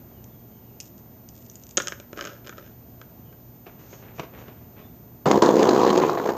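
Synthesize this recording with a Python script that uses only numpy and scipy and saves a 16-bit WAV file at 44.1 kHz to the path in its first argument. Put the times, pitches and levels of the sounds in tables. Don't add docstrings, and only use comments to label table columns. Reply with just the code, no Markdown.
import sys
import numpy as np
from scipy import signal
from scipy.fft import rfft, irfft
from scipy.io import wavfile
from scipy.ndimage import uniform_filter1d

SR = 44100
rng = np.random.default_rng(int(sys.argv[2]) if len(sys.argv) > 2 else 0)


def unload_wav(signal):
    wavfile.write(
        sys.argv[1],
        SR,
        np.round(np.clip(np.atleast_2d(signal).T, -1, 1) * 32767).astype(np.int16),
    )


N = 280901
TIME = np.arange(N) / SR


# f/Hz, relative level/dB, t60/s
BLADE_MODES = [(168, -17, 0.086), (200, -14, 0.078), (286, -19, 0.041), (361, 8.5, 0.077), (420, 11, 0.037),
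               (486, 9.5, 0.06), (665, 3.5, 0.074), (800, -20, 0.025), (960, -3, 0.033), (1110, -11, 0.042),
               (1380, -22, .04), (1530, -30.5, .035), (2770, -13.5, .012), (4100, -5, .007),
               (6370, -2, 0.017)]
# f/Hz, relative level/dB
GRIND_SPECTRUM = [(45, -37), (90, -12), (220, 6.5), (420, 7.5), (620, 1.5), (1050, 6.5), (1400, -9.5),
                  (2000, -20), (3300, -14.5), (4400, -16), (5500, -18), (6900, -13.5), (8100, -37.5),
                  (13000, -39), (15000, -68.5)]
# t/s, relative level/dB
LANDING_PRESSURE = [(5.257, -16.5), (5.383, -16), (5.407, -29.5), (5.415, -21)]
DRAG_PRESSURE = [(5.421, -14), (5.491, -15.5), (5.935, -18), (5.971, -17), (6.213, -29), (6.297, -21.5),
                 (6.331, -31), (6.37, -32)]
# t/s, relative level/dB, hardness/dB
SNAGS = [(5.2577, -21, 7), (5.3129, -17, 19), (5.3755, -18, -8), (5.4199, -25, 19), (5.423, -7, 6),
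         (5.4603, -13, 6), (5.4889, -11.5, 1), (5.5667, -13, -3), (5.5933, -11, -3), (5.6294, -12, 7.5),
         (5.692, -11.5, 5), (5.7973, -13, -6), (5.8754, -12, -2), (5.903, -15, 5), (5.9761, -10, 4)]
# t/s, relative level/dB
SKIPS = [(6.036, -17), (6.0952, -17), (6.1739, -25.5), (6.1983, -22.5), (6.2613, -22), (6.2932, -26.5)]

def hockey_stick(slips_per_s=62, crush_s=0.0068):
    flex, rattle, grit = body(BLADE_MODES, GRIND_SPECTRUM, ring_db=-3.5, edges_hz=[650, 2000])
    snag_s, snag_db, hardness_db = np.transpose(SNAGS)
    skip_s, skip_db = np.transpose(SKIPS)
    pressure = gain_curve(LANDING_PRESSURE) + gain_curve(DRAG_PRESSURE)
    bite_db = blade_bite()
    bumps = undb(3 * np.clip(walk(rate=170), -2, 2))
    jerks = slips(slips_per_s, jitter=0.3, spread_db=2.5)
    jerk_energy = signal.lfilter([1], [1, -np.exp(-1 / (crush_s * SR))], jerks ** 2)
    crush = 1 + undb(-0.5) * unit(jerk_energy)

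    def excite(band, friction, jerk_db, drag_db, catch_db, clack_db, brightening, crunch):
        scrape = steady(convolve(friction * bumps + undb(jerk_db) * jerks, band), seconds=0.0244)
        scrape *= pressure * undb(drag_db + brightening * bite_db)
        levels_db = np.r_[snag_db + catch_db + brightening * hardness_db, skip_db + clack_db]
        impacts = blows(np.r_[snag_s, skip_s], levels_db, crunch, crunch_s=0.008)
        return scrape + convolve(impacts, band)

    blade = excite(flex, grains(rate=500, spread_db=0.5), jerk_db=1.5, drag_db=-1.5,
                   catch_db=-1.2, clack_db=-7, brightening=-0.06, crunch=0.48)
    blade = wander(blade, 284, 570, depth_db=1.5, rate=25, count=4)
    blade += excite(rattle, grains(rate=1100, spread_db=2.5), jerk_db=-3, drag_db=-14,
                    catch_db=-15.5, clack_db=0.5, brightening=1, crunch=0.88)
    blade += excite(grit, grains(rate=3500, spread_db=4.5) * crush, jerk_db=-11, drag_db=-26.5,
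                    catch_db=-20, clack_db=-29, brightening=0.73, crunch=2.2)
    return wander(blade, 910, 4950, depth_db=3, rate=35) + shaft_thump()


def blade_bite(fade_s=0.082, tip_at_s=5.58, tip_s=0.047):
    landings = LANDING_PRESSURE[0][0], DRAG_PRESSURE[0][0]
    digging_in = sum((TIME >= s) * np.exp(-np.abs(TIME - s) / fade_s) for s in landings)
    on_edge = np.clip((TIME - tip_at_s) / tip_s, 0, 1)
    return 10 * digging_in + 7 * on_edge


# f/Hz, level/dB, t60/s
SHAFT_MODES = [(151.6, -12, 0.15), (221.7, -15.5, 0.18)]

def shaft_thump():
    t = np.maximum(TIME - SNAGS[0][0], 0)
    rise = 1 - np.exp(-t / 0.0054)
    return rise * ringing(SHAFT_MODES, t)


# t/s, low level/dB, hollow level/dB, treble level/dB
KNOCKS = [(1.7715, -30.5, -31, -22.5), (1.7754, -22.5, -21.5, -20.5), (1.781, -20, -26, -31.5),
          (1.801, -37, -25, -39), (1.872, -44, -33, -31), (1.8826, -42, -33.5, -26), (1.922, -40, -27, -49),
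          (1.9998, -40.5, -46.5, -43.5), (2.13, -38.5, -40.5, -53), (2.175, -35.5, -39, -51),
          (2.191, -43, -33, -54), (2.2101, -36, -29, -37), (2.2518, -40, -36, -41), (2.2724, -46, -38, -48),
          (2.4718, -48, -41.5, -42.5), (2.4939, -46, -39, -47), (2.526, -56, -40.5, -75),
          (2.5811, -44, -40, -56.5), (3.0148, -47.5, -42.5, -54), (3.327, -62, -55.5, -65)]
# f/Hz, relative level/dB, t60/s
BASE_MODES = [(374, -4, .05), (566, -5, 0.069), (1060, -17.5, 0.07), (1322, -1, 0.026), (1424, -10, 0.035),
              (1560, -11.5, 0.06), (2410, -9, 0.021), (3020, -4, 0.0071), (5440, -1, 0.013),
              (6460, 0, 0.018), (6690, 5, 0.018), (6940, -2, 0.014)]
# f/Hz, relative level/dB
CRACK_SPECTRUM = [(60, -24), (200, -7), (500, 5), (870, -17.5), (1500, 1.5), (2050, -10), (3000, -2.5),
                  (4400, -12), (5600, 0), (6800, 2.5), (8300, -14.5), (15500, -41)]
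# t/s, hold/s, relative level/dB
SLIDES = [(1.775, 0.018, -44), (2.16, .13, -45), (2.44, 0.043, -51), (2.56, 0.11, -58.5)]

def target(judders_per_s=63):
    times, low_db, hollow_db, treble_db = np.transpose(KNOCKS)
    clack_db = (hollow_db + treble_db) / 2 - 0.5
    low, hollow, clack, treble = body(BASE_MODES, CRACK_SPECTRUM, ring_db=-1.5,
                                      edges_hz=[800, 2100, 4500])
    knocks = convolve(blows(times, low_db, crunch=0.45, crunch_s=0.004), low)
    knocks += convolve(blows(times, hollow_db, crunch=1, crunch_s=0.013), hollow)
    knocks += convolve(blows(times, clack_db, crunch=0.98, crunch_s=0.0068), clack)
    knocks += convolve(blows(times, treble_db, crunch=1.2, crunch_s=0.0019), treble)
    friction = undb(-2.5) * grains(rate=900, spread_db=2.5)
    judder = undb(-3) * slips(judders_per_s, jitter=0.2, spread_db=2.5)
    slide_force = (friction + judder) * strokes(SLIDES, attack_s=0.012, release_s=0.098)
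    slide = convolve(slide_force, undb(1) * (low + hollow) + undb(-5) * clack + undb(-13.5) * treble)
    ticks = grit_ticks()
    return wander(knocks + slide, 1200, 6300, depth_db=1.5, rate=40) + ticks


# t/s, relative level/dB, ring f/Hz
SNAPS = [(0.242, -49.5, 6300), (0.8024, -34, 5340), (0.8103, -44, 5250), (1.289, -46.5, 4940),
         (1.4988, -47.5, 6540), (1.5557, -46, 7050), (1.6367, -48, 6000), (1.7102, -45.5, 6700),
         (1.821, -38, 6200)]
# t/s, hold/s, relative level/dB
CRACKLES = [(.8, 0.049, -52.5), (.96, .025, -61), (1.31, 0.31, -63), (1.65, 0.065, -57.5)]
# f/Hz, relative level/dB
GRIT_SPECTRUM = [(300, -7), (1500, -18), (2800, -1.5), (4000, -7), (5300, -0.5), (6700, 5.5), (8500, -9.5),
                 (11000, -15), (15500, -23)]

def grit_ticks():
    snaps = np.zeros(N)
    for s, db, hz in SNAPS:
        crack = blows([s], [db], crunch=0.96, crunch_s=0.0068)
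        ring = signal.lfilter(*signal.iirpeak(hz, 12, fs=SR), crack)
        snaps += undb(-2.5) * crack + undb(1.5) * ring
    crackle = grains(rate=220, spread_db=5.5) * strokes(CRACKLES, attack_s=0.008, release_s=0.033)
    ticks = convolve(snaps + crackle, colour(GRIT_SPECTRUM))
    return wander(ticks, 2900, 7000, depth_db=2.5, rate=42, count=6)


# t/s, relative level/dB, length/s
STEPS = [(3.667, -42, 0.031), (3.929, -42.5, 0.035), (4.185, -37.5, 0.065), (4.1957, -26.5, 0.013),
         (4.233, -39.5, 0.034), (4.482, -42.5, 0.028), (4.791, -47, 0.057), (6.021, -23.5, 0.14)]
# f/Hz, relative level/dB
STEP_SPECTRUM = [(50, -20), (150, 4), (220, -5.5), (370, 1), (550, -7), (700, -2.5), (870, -16), (1100, -7),
                 (1500, -17.5), (2500, -13.5), (4200, -28.5), (6400, -28), (8500, -51), (15000, -55)]
# t/s, hold/s, relative level/dB
SCUFFS = [(3.655, .03, -49), (3.78, 0.24, -56), (4.02, 0.088, -51), (4.16, 0.065, -49), (4.32, 0.09, -45.5),
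          (4.45, 0.17, -58), (4.755, 0.047, -50)]
SWISHES = [(3.78, .22, -62), (3.89, 0.047, -61), (4.145, 0.035, -59), (4.375, .04, -61)]

def footsteps():
    times, levels_db, lengths_s = np.transpose(STEPS)
    footfalls = blows(times, levels_db + 4.5, crunch=4.6, crunch_s=lengths_s)
    thuds = convolve(footfalls, colour(STEP_SPECTRUM))
    scuff = grains(rate=1100, spread_db=3) * strokes(SCUFFS, attack_s=0.011, release_s=0.12)
    swish = grains(rate=5100, spread_db=6) * strokes(SWISHES, attack_s=0.014, release_s=0.09)
    dull = colour([(150, 9), (380, 8.5), (800, 4), (2800, -5), (4500, -18.5), (9000, -33)])
    airy = colour([(2000, -8), (5000, -7.5), (6600, 3), (8500, -25.5), (14000, -32)])
    return thuds + undb(-0.5) * convolve(scuff, dull) + undb(-1) * convolve(swish, airy) + sole_squeak()


def sole_squeak(at_s=3.895, length_s=0.076, start_hz=6700, sag_hz=270, level_db=-54.5):
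    roughness = 1 + 0.025 * walk(rate=900)
    return whistle(at_s, length_s, start_hz, start_hz - sag_hz, level_db, roughness)


def porch_echo(x, t60_low_s, t60_high_s, delay_s):
    t = TIME[:SR]
    noise = rng.standard_normal(SR)
    low = signal.sosfilt(signal.butter(2, 2000, fs=SR, output="sos"), noise)
    tail = low * undb(-60 * t / t60_low_s) + (noise - low) * undb(-60 * t / t60_high_s)
    tail *= np.clip(t / delay_s - 0.5, 0, 1)
    return convolve(x, tail / np.linalg.norm(tail))


# t/s, length/s, start f/Hz, end f/Hz, relative level/dB
CHIRPS = [(0.081, 0.14, 3210, 2650, -70), (.25, 0.12, 3600, 3100, -71), (0.478, .12, 3330, 2850, -69),
          (0.612, 0.13, 3030, 2700, -70), (3.214, .12, 3230, 2890, -65.5), (4.77, 0.1, 3750, 3430, -63.5)]

def bird():
    warble = 1 + 0.038 * walk(rate=140)
    return sum(whistle(*chirp, warble) for chirp in CHIRPS)


# f/Hz, relative level/dB
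TOWN_SPECTRUM = [(24, -30), (40, -7), (120, -2), (149, -4.5), (234, -5), (264, -8.5), (359, -10),
                 (527, -17), (653, -15), (1340, -29), (4850, -41), (6610, -46.5), (12000, -46),
                 (15600, -77), (22000, -120)]
# f/Hz, level/dB
HUM_AND_WHINE = [(118.4, -55), (240, -61), (14217, -55)]

def background(town_db=-48.5, hiss_db=-69, drift_hz=1.616):
    town = unit(convolve(rng.standard_normal(N), colour(TOWN_SPECTRUM)))
    town *= undb(town_db + 0.52 * walk(rate=3.7))
    hiss_colour = colour([(4000, -13.5), (5800, -5), (6600, -0.5), (7300, -7.5), (9000, -40)])
    hiss = undb(hiss_db) * convolve(rng.standard_normal(N), hiss_colour)
    drift_cycles = drift_hz * np.cumsum(walk(rate=6)) / SR
    tones = sum(undb(db) * np.sqrt(2) * np.sin(2 * np.pi * (hz * TIME + drift_cycles))
                for hz, db in HUM_AND_WHINE)
    return town + hiss + tones


def body(modes, crack_spectrum, ring_db, edges_hz):
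    crack = colour(crack_spectrum)
    ring = ringing(modes, TIME[:len(crack)])
    ring = signal.sosfilt(signal.butter(4, 7500, fs=SR, output="sos"), ring)
    response = crack + undb(ring_db) * ring / np.linalg.norm(ring)
    middle_bands = [(pair, "band") for pair in zip(edges_hz, edges_hz[1:])]
    bands = [(edges_hz[0], "low"), *middle_bands, (edges_hz[-1], "high")]
    parts = [signal.sosfilt(signal.butter(3, hz, kind, fs=SR, output="sos"), response)
             for hz, kind in bands]
    return [part / np.linalg.norm(part) for part in parts]


def ringing(modes, t):
    return sum(undb(db - 60 * t / t60) * np.cos(2 * np.pi * hz * t) for hz, db, t60 in modes)


def blows(times, levels_db, crunch, crunch_s):
    force, t = np.zeros(N + SR), TIME[:SR // 4]
    for s, db, length in zip(times, levels_db, np.broadcast_to(crunch_s, len(times))):
        push = rng.standard_normal(len(t)) * undb(-20 * t / length)
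        push *= crunch / np.linalg.norm(push)
        push[0] += 1
        start = int(s * SR)
        force[start:start + len(t)] += undb(db) * np.sqrt(0.005 * SR) * push / np.linalg.norm(push)
    return force[:N]


def slips(rate, jitter, spread_db, count=1200):
    gap, size = np.clip(rng.standard_normal((count, 2)), -2, 2).T
    at = (np.cumsum(np.exp(jitter * gap)) * SR / rate).astype(int)
    return unit(np.bincount(at[at < N], undb(spread_db * size)[at < N], N))


def grains(rate, spread_db):
    size = undb(spread_db * np.clip(rng.standard_normal(N), -2, 2))
    return unit((rng.random(N) < rate / SR) * size * rng.choice([-1, 1], N))


def wander(x, low_hz, high_hz, depth_db, rate, count=9):
    for hz in np.geomspace(low_hz, high_hz, count):
        band = signal.lfilter(*signal.iirpeak(hz, 7, fs=SR), x)
        gain = undb(depth_db * np.clip(walk(rate), -2, 2))
        x = x + (gain - 1) * band
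    return x


def whistle(at_s, length_s, start_hz, end_hz, db, waver):
    progress = np.clip((TIME - at_s) / length_s, 0, 1)
    hz = (start_hz + (end_hz - start_hz) * progress) * waver
    return undb(db) * np.sin(np.pi * progress) * np.sin(2 * np.pi * np.cumsum(hz) / SR)


def strokes(rows, attack_s, release_s):
    return sum(undb(db - 20 * np.maximum(TIME - s - hold, 0) / release_s)
               * np.clip((TIME - s) / attack_s, 0, 1) for s, hold, db in rows)


def gain_curve(rows):
    s, db = np.transpose(rows)
    return uniform_filter1d(undb(np.interp(TIME, s, db, left=-150, right=-150)), size=128)


def colour(points, size=4096):
    hz, db = np.transpose(points)
    bin_hz = np.maximum(np.arange(size // 2 + 1) * SR / size, 1)
    magnitude = undb(np.interp(np.log(bin_hz), np.log(hz), db))
    cepstrum = irfft(np.log(magnitude))
    cepstrum[1:size // 2] *= 2
    cepstrum[size // 2 + 1:] = 0
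    response = irfft(np.exp(rfft(cepstrum)))
    return response / np.linalg.norm(response)


def walk(rate):
    hold = int(SR / rate)
    stairs = np.repeat(rng.standard_normal(N // hold + 1), hold)
    return unit(uniform_filter1d(stairs, hold)[:N])


def steady(x, seconds):
    power = uniform_filter1d(x ** 2, int(seconds * SR))
    return x / np.sqrt(np.maximum(power, 0) + 1e-6)


def convolve(x, response):
    return signal.fftconvolve(x, response)[:N]


def undb(db):
    return 10 ** (np.asarray(db) / 20)


def unit(x):
    return x / np.sqrt(np.mean(x ** 2))


def scene():
    base, steps, stick = target(), footsteps(), hockey_stick()
    send = undb(-13) * (base + stick) + undb(-11) * steps + undb(2) * bird()
    echo = porch_echo(send, t60_low_s=0.48, t60_high_s=0.32, delay_s=0.0068)
    return (stick + base + steps + echo + background())[None]


def record(dry, bass_hz=50, top_hz=15100):
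    thin = signal.sosfilt(signal.butter(6, bass_hz, "high", fs=SR, output="sos"), dry)
    return signal.sosfilt(signal.ellip(8, 0.1, 80, top_hz, fs=SR, output="sos"), np.clip(thin, -1, 1))


dry = scene()
out = record(dry)
unload_wav(out)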